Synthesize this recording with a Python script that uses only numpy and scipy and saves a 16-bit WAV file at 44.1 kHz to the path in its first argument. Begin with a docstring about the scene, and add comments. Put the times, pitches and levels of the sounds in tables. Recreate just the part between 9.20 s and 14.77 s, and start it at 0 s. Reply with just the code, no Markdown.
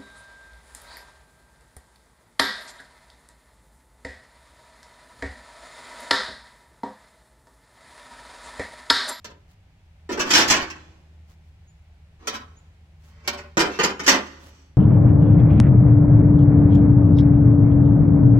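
"""In a fenced yard, two cast-iron weight plates are lifted off a stack and set on a garden trailer.
Each plate lands, chatters and rocks flat on the steel tray: the sheet steel booms and clangs,
the iron clinks and scrapes, and the fence and houses echo. Underneath, a distant engine drones,
soft steps crackle in the grass and a small bird calls twice."""
import sys
import numpy as np
from scipy import signal
from scipy.fft import rfft, irfft, next_fast_len
from scipy.io import wavfile
from scipy.ndimage import uniform_filter1d

SR = 44100
rng = np.random.default_rng(int(sys.argv[2]) if len(sys.argv) > 2 else 0)


def unload_audio(sound):
    """Save the sound as a 16-bit wav file, at the path given as the first command line argument."""
    columns = np.transpose(np.atleast_2d(sound))
    # keep every value between -1 and 1, then stretch to whole-number steps
    steps = np.round(np.clip(columns, -1, 1) * 32767)
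    wavfile.write(sys.argv[1], SR, steps.astype(np.int16))


N = 245637


def undb(db):
    """Turn decibels into a number to multiply by."""
    return 10 ** (np.asarray(db) / 20)


def lookup(hz, points):
    """Read between (frequency, value) points, with all octaves equally wide."""
    f, value = np.transpose(points)
    return np.interp(np.log(hz + 1e-9), np.log(f), value)


def unit(x):
    """Scale a sound so that its channels have an average energy of 1."""
    return x / np.sqrt(np.mean(np.sum(x ** 2, axis=-1)))


def add(out, s, x):
    """Mix x into out, starting at s seconds."""
    i = max(int(s * SR), 0)
    out[..., i:i + x.shape[-1]] += x[..., :N - i]


def wander(rate):
    """A smooth random wobble, about 1 in size, that picks a new course `rate` times a second."""
    hold = int(SR / rate)
    steps = np.repeat(rng.standard_normal(N // hold + 1), hold)
    return 1.3 * uniform_filter1d(uniform_filter1d(steps, hold), hold)[:N]


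def noise(size, colour, wide_hz=900):
    """Noise of a given colour: alike in both ears in the bass, unrelated in the treble."""
    hz = np.arange(size // 2 + 1) * SR / size
    mid, side = rfft(rng.standard_normal((2, size)))
    alike = 1 / (1 + (hz / wide_hz) ** 2)
    pair = mid * np.sqrt(1 + alike) + side * np.sqrt(1 - alike) * np.array([[1], [-1]])
    return unit(irfft(pair * undb(lookup(hz, colour)), size)) * np.sqrt(size)


def ring(colour, fades, size, octaves=9, lowest_hz=62.5):
    """Countless tones struck at once; each octave has its own t60, the time it takes to fade by 60 dB."""
    t = np.arange(size) / SR
    hz = np.arange(size // 2 + 1) * SR / size
    spectrum = rfft(noise(size, colour))
    octave = np.clip(np.log2(hz / lowest_hz + 1e-9), 0, octaves - 1)
    out = 0
    for k in range(octaves):
        band = irfft(spectrum * np.maximum(1 - abs(octave - k), 0), size)
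        t60 = lookup(lowest_hz * 2 ** k, fades)
        out = out + band * np.exp(-np.log(1000) * t / t60)
    return unit(out)


# colour of the outdoor background: f/Hz, relative level/dB
AIR_COLOUR = [(20, -17), (40, -9.5), (57, -5), (95, -3.5), (125, -16.5), (170, -13), (240, -28), (480, -32),
              (780, -29), (1150, -36.5), (2200, -33.5), (4000, -41), (7500, -48.5), (16000, -59.5)]


def air(level_db=-54.5, waver_db=1.3):
    """A quiet outdoor rumble that slowly swells and sinks."""
    return noise(N, AIR_COLOUR) * undb(level_db + waver_db * wander(1.0))


# how loud the engine is over time: t/s, relative level/dB
ENGINE_LEVELS = [(0.0, -59), (0.37, -72), (0.98, -49), (2.57, -51.5), (4.16, -48.5), (5.57, -53.5)]


def engine(firing_hz=77.4, gain_db=-1.0, octave_db=-15, waver_db=2.54, drift=.015):
    """Only the engine's firing tone and its octave carry this far, wavering on the way."""
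    s, db = np.transpose(ENGINE_LEVELS)
    level_db = np.interp(np.arange(N) / SR, s, db) + gain_db
    phase = 2 * np.pi * np.cumsum(firing_hz * (1 + drift * wander(1.7))) / SR
    hum = np.sin(phase) * undb(waver_db * wander(12))
    octave = np.sin(2 * phase) * undb(octave_db + waver_db * wander(12))
    return np.sqrt(2) * (hum + octave) * undb(level_db)


# the crowd of weak tones in struck metal: f/Hz, relative level/dB
CROWD_COLOUR = [(60, -44), (110, -21), (160, -18.5), (220, -7), (350, -3), (520, -7.5), (740, -11.5),
                (1000, -7.5), (1700, -7), (3100, -9), (3900, -13), (5700, -7.5), (7900, -16.5),
                (9200, -32.5), (12500, -27), (15800, -38.5)]
# how long they ring: f/Hz, t60/s
CROWD_FADES = [(100, 0.12), (350, 0.28), (1200, 0.21), (3000, 0.21), (6000, 0.075), (14000, 0.07)]


def metal(body, tones_db=-4.5, scatter_db=-0.5, patchy_db=3.5, crack_db=-7, crack_t60=0.1, size=24576):
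    """Struck metal rings with its own tones; each spot that is hit mixes them differently."""
    t = np.arange(size) / SR
    hz, db, t60 = np.transpose(body)
    gain, left, right = rng.standard_normal((3, len(hz)))
    fading_waves = np.exp(np.outer(2j * np.pi * hz - np.log(1000) / t60, t))
    # high tones reach the two ears out of step
    phase = rng.uniform(0, 2 * np.pi, len(hz)) + np.minimum(hz / 1000, 2) * np.array([left, right])
    weights = undb(db + scatter_db * gain) / np.sqrt(t60) * np.exp(1j * phase)
    tones = unit((weights @ fading_waves).imag)
    # the weaker tones bunch together
    grid_hz = np.geomspace(60, 16000, 150)
    bunch_db = lookup(grid_hz, CROWD_COLOUR) + patchy_db * rng.standard_normal(len(grid_hz))
    bunches = np.column_stack([grid_hz, bunch_db])
    # tones choked by the contact die at once, as a crack
    crack = unit(noise(size, bunches) * np.exp(-np.log(1000) * t / crack_t60))
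    return unit(ring(bunches, CROWD_FADES, size) + undb(tones_db) * tones + undb(crack_db) * crack)


def chatter(fade_s, bounces_per_s=1700, first_hit=.55, swell_s=0.006, size=6144):
    """One hard touch, then a shower of tiny bounces that builds and fades."""
    t = np.arange(size) / SR
    chance, strength = rng.random(size), rng.standard_normal(size)
    force = (chance < bounces_per_s / SR) * np.sign(strength) * np.sqrt(abs(strength))
    force *= (1 - np.exp(-t / swell_s)) * np.exp(-t / fade_s)
    force[0] = first_hit
    return unit(force)


def shade(x, boom_db, bright_db, edge_db=0, boom_hz=330, bright_hz=3000, edge_hz=8500):
    """A flat landing brings out the low boom, a rim the bright tones, a sharp edge the very top."""
    size = next_fast_len(x.shape[-1])
    hz = np.arange(1, size // 2 + 2) * SR / size
    low = 1 / (1 + np.log2(hz / boom_hz) ** 4)
    high = 1 / (1 + (bright_hz / hz) ** 3)
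    top = 1 / (1 + (edge_hz / hz) ** 8)
    log_gain = np.log(undb(boom_db * low + bright_db * high + edge_db * top))
    # build the filter so that nothing sounds before the touch (minimum phase)
    cepstrum = irfft(log_gain, size)[:size // 2]
    response = np.exp(2 * rfft(cepstrum, size) - cepstrum[0])
    return irfft(rfft(x, size) * response, size)[:, :x.shape[-1]]


def knocks(blows, body, edge_db, gain_db=31):
    """Blows set metal ringing. Each is: t/s, relative level/dB, boom/dB, brightness/dB, chatter/s."""
    out = np.zeros((2, N))
    for s, db, boom_db, bright_db, chatter_s in blows:
        clank = signal.fftconvolve(metal(body), chatter(chatter_s)[None], axes=1)
        add(out, s, undb(db + gain_db) * shade(clank, boom_db, bright_db, edge_db))
    return out


# strongest tones of the stack: f/Hz, relative level/dB, t60/s
STACK_TONES = [(225, 3, 0.28), (450.5, 0.5, 0.4), (582, 0.5, .18), (706.3, -14, 0.37), (856, -5.5, 0.493),
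               (1088, 5, 0.11), (1484, -7, 0.38), (1836, -3.5, 0.36), (2320, 2, .16), (2929, -5, .2),
               (4340, -11.5, .16), (4533, -10.5, 0.16), (4953, -24.5, 0.2), (5760, -4.5, 0.055),
               (5660, -15.5, 0.12)]
# knocks on the stack: t/s, relative level/dB, boom/dB, chatter/s,
# then its settling: delay/s, level change/dB, boom/dB, brightness/dB
STACK_KNOCKS = [(0.0444, -38, -0.5, .005, .028, -18, 17, -10.5),
                (3.072, -25.5, 2.5, 0.0062, 0.067, -5, -5, -3),
                (4.0761, -22.5, -5.5, 0.0022, .098, -11.5, -2, -8)]


def lifting(bright_db=4, settle_chatter_s=0.014):
    """A lifted plate knocks sharply on the stack; those left behind settle with a duller rattle."""
    blows = []
    for s, db, boom_db, chatter_s, after_s, settle_db, settle_boom_db, settle_bright_db in STACK_KNOCKS:
        blows.append((s, db, boom_db, bright_db, chatter_s))
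        blows.append((s + after_s, db + settle_db, settle_boom_db, settle_bright_db, settle_chatter_s))
    return knocks(blows, STACK_TONES, edge_db=3.5)


# colour of the echo from fence, houses and trees: f/Hz, relative level/dB
ECHO_COLOUR = [(100, -0.5), (400, -2), (1200, 2.5), (2200, -4), (3500, -3.5), (5500, -10), (9000, -7.5),
               (16000, -10)]
# how long the far echo lasts: f/Hz, t60/s
ECHO_FADES = [(100, 2.1), (1200, 0.74), (5000, .95), (14000, 0.67)]


def yard(x, fence_s=.05, fence_db=-15, fence_t60=0.077, spread_s=0.012, far_s=0.047, far_db=-26):
    """The slatted fence scatters a near echo; houses and trees leave a faint long tail."""
    echo = np.zeros((2, N))
    slats = ring(ECHO_COLOUR, [(100, fence_t60), (16000, fence_t60 / 2)], size=16384)
    # the nearest slats answer first, then more and more join in
    build = 1 - np.exp(-np.arange(slats.shape[-1]) / SR / spread_s)
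    add(echo, fence_s, undb(fence_db) * unit(slats * build))
    add(echo, far_s, undb(far_db) * ring(ECHO_COLOUR, ECHO_FADES, size=65536))
    return x + signal.fftconvolve(x, echo, axes=1)[:, :N]


# steps in the grass: t/s, length/s, level/dB
GRASS_STEPS = [(0.264, 0.1, -62.5), (2.056, .11, -61.5), (2.199, 0.15, -74.5), (3.772, 0.2, -61.5),
               (5.166, 0.18, -54)]


def footsteps():
    """Blades of grass crackle softly under each step."""
    press = np.zeros(N)
    for s, length, db in GRASS_STEPS:
        add(press, s, undb(db) * np.hanning(int(length * SR)))
    crackle = undb(3 * wander(700))
    return press * crackle * noise(N, [(200, 11.5), (2500, 6), (7000, 1.5), (9500, -5), (15000, -5)])


# a hand lowers a plate onto the tray: t/s, relative level/dB, boom/dB, chatter/s,
# then its second rim: delay/s, level change/dB
RIM_TOUCHES = [(0.891, -28, 10, 0.015, 0.026, -3), (0.974, -28, 2, 0.0051, 0.02, 8.5),
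               (4.37, -14.5, 3.5, 0.0053, 0.022, -1.5), (4.5893, -14.5, -0.5, 0.013, .0437, -2),
               (4.7942, -24.5, -4.5, 0.009, .04, -9)]


def lowering(thud_bright_db=-8.5, clink_bright_db=0.5, clink_chatter_s=0.012):
    """List the blows of a lowered plate: one rim thuds down, it rocks over and the other rim clinks."""
    blows = []
    for s, db, boom_db, chatter_s, after_s, change_db in RIM_TOUCHES:
        blows.append((s, db, boom_db, thud_bright_db, chatter_s))
        blows.append((s + after_s, db + change_db, boom_db, clink_bright_db, clink_chatter_s))
    return blows


# strongest tones of the tray and of each plate lying on it: f/Hz, relative level/dB, t60/s
TRAY_TONES = [(206, -6, 0.34), (294, -2, 0.12), (362.2, 1.5, 0.12), (666, -14, 0.09), (871, -4, 0.26),
              (966.7, -3, 0.16), (1486, -5, 0.45), (1650, -7.5, 0.14), (1732, -8, 0.37), (1830, -0.5, 0.18),
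              (2310, -8, .26), (2320, -13, 0.077)]
FIRST_PLATE_TONES = [(322.5, 8, 0.33), (1129, -5, 0.3), (1212, -3, 0.2), (1357, -9, 0.29), (1836, -7, 0.53),
                     (4570, -15, .2), (5090, 2.5, 0.048), (5130, -5, 0.082), (5600, -6.5, 0.11),
                     (5830, -9, 0.077)]
SECOND_PLATE_TONES = [(287, -3, 0.23), (419.8, 1, .22), (486, -14.5, 0.36), (1186, -7.5, 0.2),
                      (1220, -1, 0.21), (1420, 1.5, 0.083), (1837, 5.5, 0.099), (2680, -19, 0.067),
                      (3064, -1.5, .16), (3100, -13, 0.18), (5470, -23, 0.35), (6000, -6, 0.092)]


def tray_clangs(blows, let_go_s=1.1, second_plate_s=2.5):
    """Tray and plate ring together, but while the hand grips the first plate only the tray rings."""
    held = [blow for blow in blows if blow[0] < let_go_s]
    first = [blow for blow in blows if let_go_s < blow[0] < second_plate_s]
    second = [blow for blow in blows if blow[0] > second_plate_s]
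    return (knocks(held, TRAY_TONES, edge_db=0.5)
            + knocks(first, TRAY_TONES + FIRST_PLATE_TONES, edge_db=0)
            + knocks(second, TRAY_TONES + SECOND_PLATE_TONES, edge_db=1.0))


# iron sliding on the tray and on the stack: t/s, length/s, relative level/dB, boom/dB, brightness/dB
TRAY_SCRAPES = [(1.03, 0.22, -22, -1, -3.5), (1.38, 0.074, -25.5, -6.5, -7.5), (4.46, 0.15, -35.5, 0, -3),
                (5.1, 0.47, -62, -13, 8.5)]
STACK_SCRAPES = [(2.97, 0.17, -46, 5, -13), (3.75, 0.53, -56.5, -1.5, -8), (4.02, 0.099, -42, -2.5, -6)]


def scrapes(slides, body, catches_per_s=2500):
    """The rough iron catches and lets go at random as it slides, making the metal below it ring."""
    out = np.zeros((2, N))
    caught = rng.random(N) < catches_per_s / SR
    catches = unit(caught * rng.standard_normal(N)) * np.sqrt(N)
    for s, length, db, boom_db, bright_db in slides:
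        press = np.hanning(int(length * SR))
        force = press * catches[int(s * SR):][:len(press)]
        scrape = signal.fftconvolve(metal(body), force[None], axes=1)
        add(out, s, undb(db) * shade(scrape, boom_db, bright_db))
    return out


# a plate slaps down flat: t/s, relative level/dB, boom/dB, brightness/dB, chatter/s,
# edge grazes earlier by/s, graze compared with slap/dB, change per bounce/dB
FLAT_FALLS = [(1.1324, -11.5, -3.5, 6, 0.027, .0274, -9, -3),
              (1.3003, -11.5, -6, 2, 0.0098, 0.021, -11.5, -7),
              (4.878, -9, -2, 2.5, 0.011, .014, -13.5, -9.5)]
# a last tick as each plate comes to rest: t/s, relative level/dB
LAST_TICKS = [(1.5015, -33), (5.065, -44)]


def falling(hits=3, gap_s=.035, shrink=.85, duller_db=3, graze_bright_db=4.5, graze_chatter_s=.008,
            tick_boom_db=-19, tick_bright_db=-4, tick_chatter_s=0.0043):
    """List the blows of a falling plate: the edge grazes, the face slaps, bounces and ticks to rest."""
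    blows = []
    for s, db, boom_db, bright_db, chatter_s, lead_s, graze_db, bounce_db in FLAT_FALLS:
        blows.append((s - lead_s, db + graze_db, boom_db, bright_db + graze_bright_db, graze_chatter_s))
        for k in range(hits):  # each bounce comes sooner, softer and duller
            blows.append((s, db + k * bounce_db, boom_db, bright_db - k * duller_db,
                          chatter_s * shrink ** k))
            s += gap_s * shrink ** k
    return blows + [(s, db, tick_boom_db, tick_bright_db, tick_chatter_s) for s, db in LAST_TICKS]


# the bird's two calls: t/s, length/s, start f/Hz, end f/Hz, level/dB
BIRD_CALLS = [(2.462, 0.064, 6370, 7320, -60.5), (3.354, 0.054, 6150, 7500, -56.5)]


def bird(trees_db=-7, trees_t60=0.58):
    """Thin rising whistles that linger among the trees."""
    calls = np.zeros((2, N))
    for s, length, start_hz, end_hz, db in BIRD_CALLS:
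        hz = np.linspace(start_hz, end_hz, int(length * SR))
        whistle = np.sin(2 * np.pi * np.cumsum(hz) / SR)
        add(calls, s, undb(db) * np.hanning(len(hz)) * whistle)
    trees = ring(ECHO_COLOUR, [(100, trees_t60), (16000, trees_t60)], size=32768)
    return calls + undb(trees_db) * signal.fftconvolve(calls, trees, axes=1)[:, :N]


def scene(right_db=1.42, left_lag_samples=5):
    """The plates clank a little to the right, over the quiet sounds of the yard."""
    plates = lifting() + tray_clangs(lowering() + falling())
    plates += scrapes(STACK_SCRAPES, STACK_TONES) + scrapes(TRAY_SCRAPES, TRAY_TONES)
    balance = undb(np.array([[-right_db], [right_db]]) / 2)
    left, right = yard(plates) * balance + air() + engine() + bird() + footsteps()
    late_left = np.pad(left, (left_lag_samples, 0))[:N]
    return np.array([late_left, right])


def record(dry, ceiling=3.2, top_hz=16000):
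    """The microphone rounds off the loudest peaks, and the highest treble is cut."""
    rounded = ceiling * np.tanh(dry / ceiling)
    return signal.sosfilt(signal.ellip(10, .2, 70, top_hz, fs=SR, output="sos"), rounded)


dry = scene()
out = record(dry)
unload_audio(out)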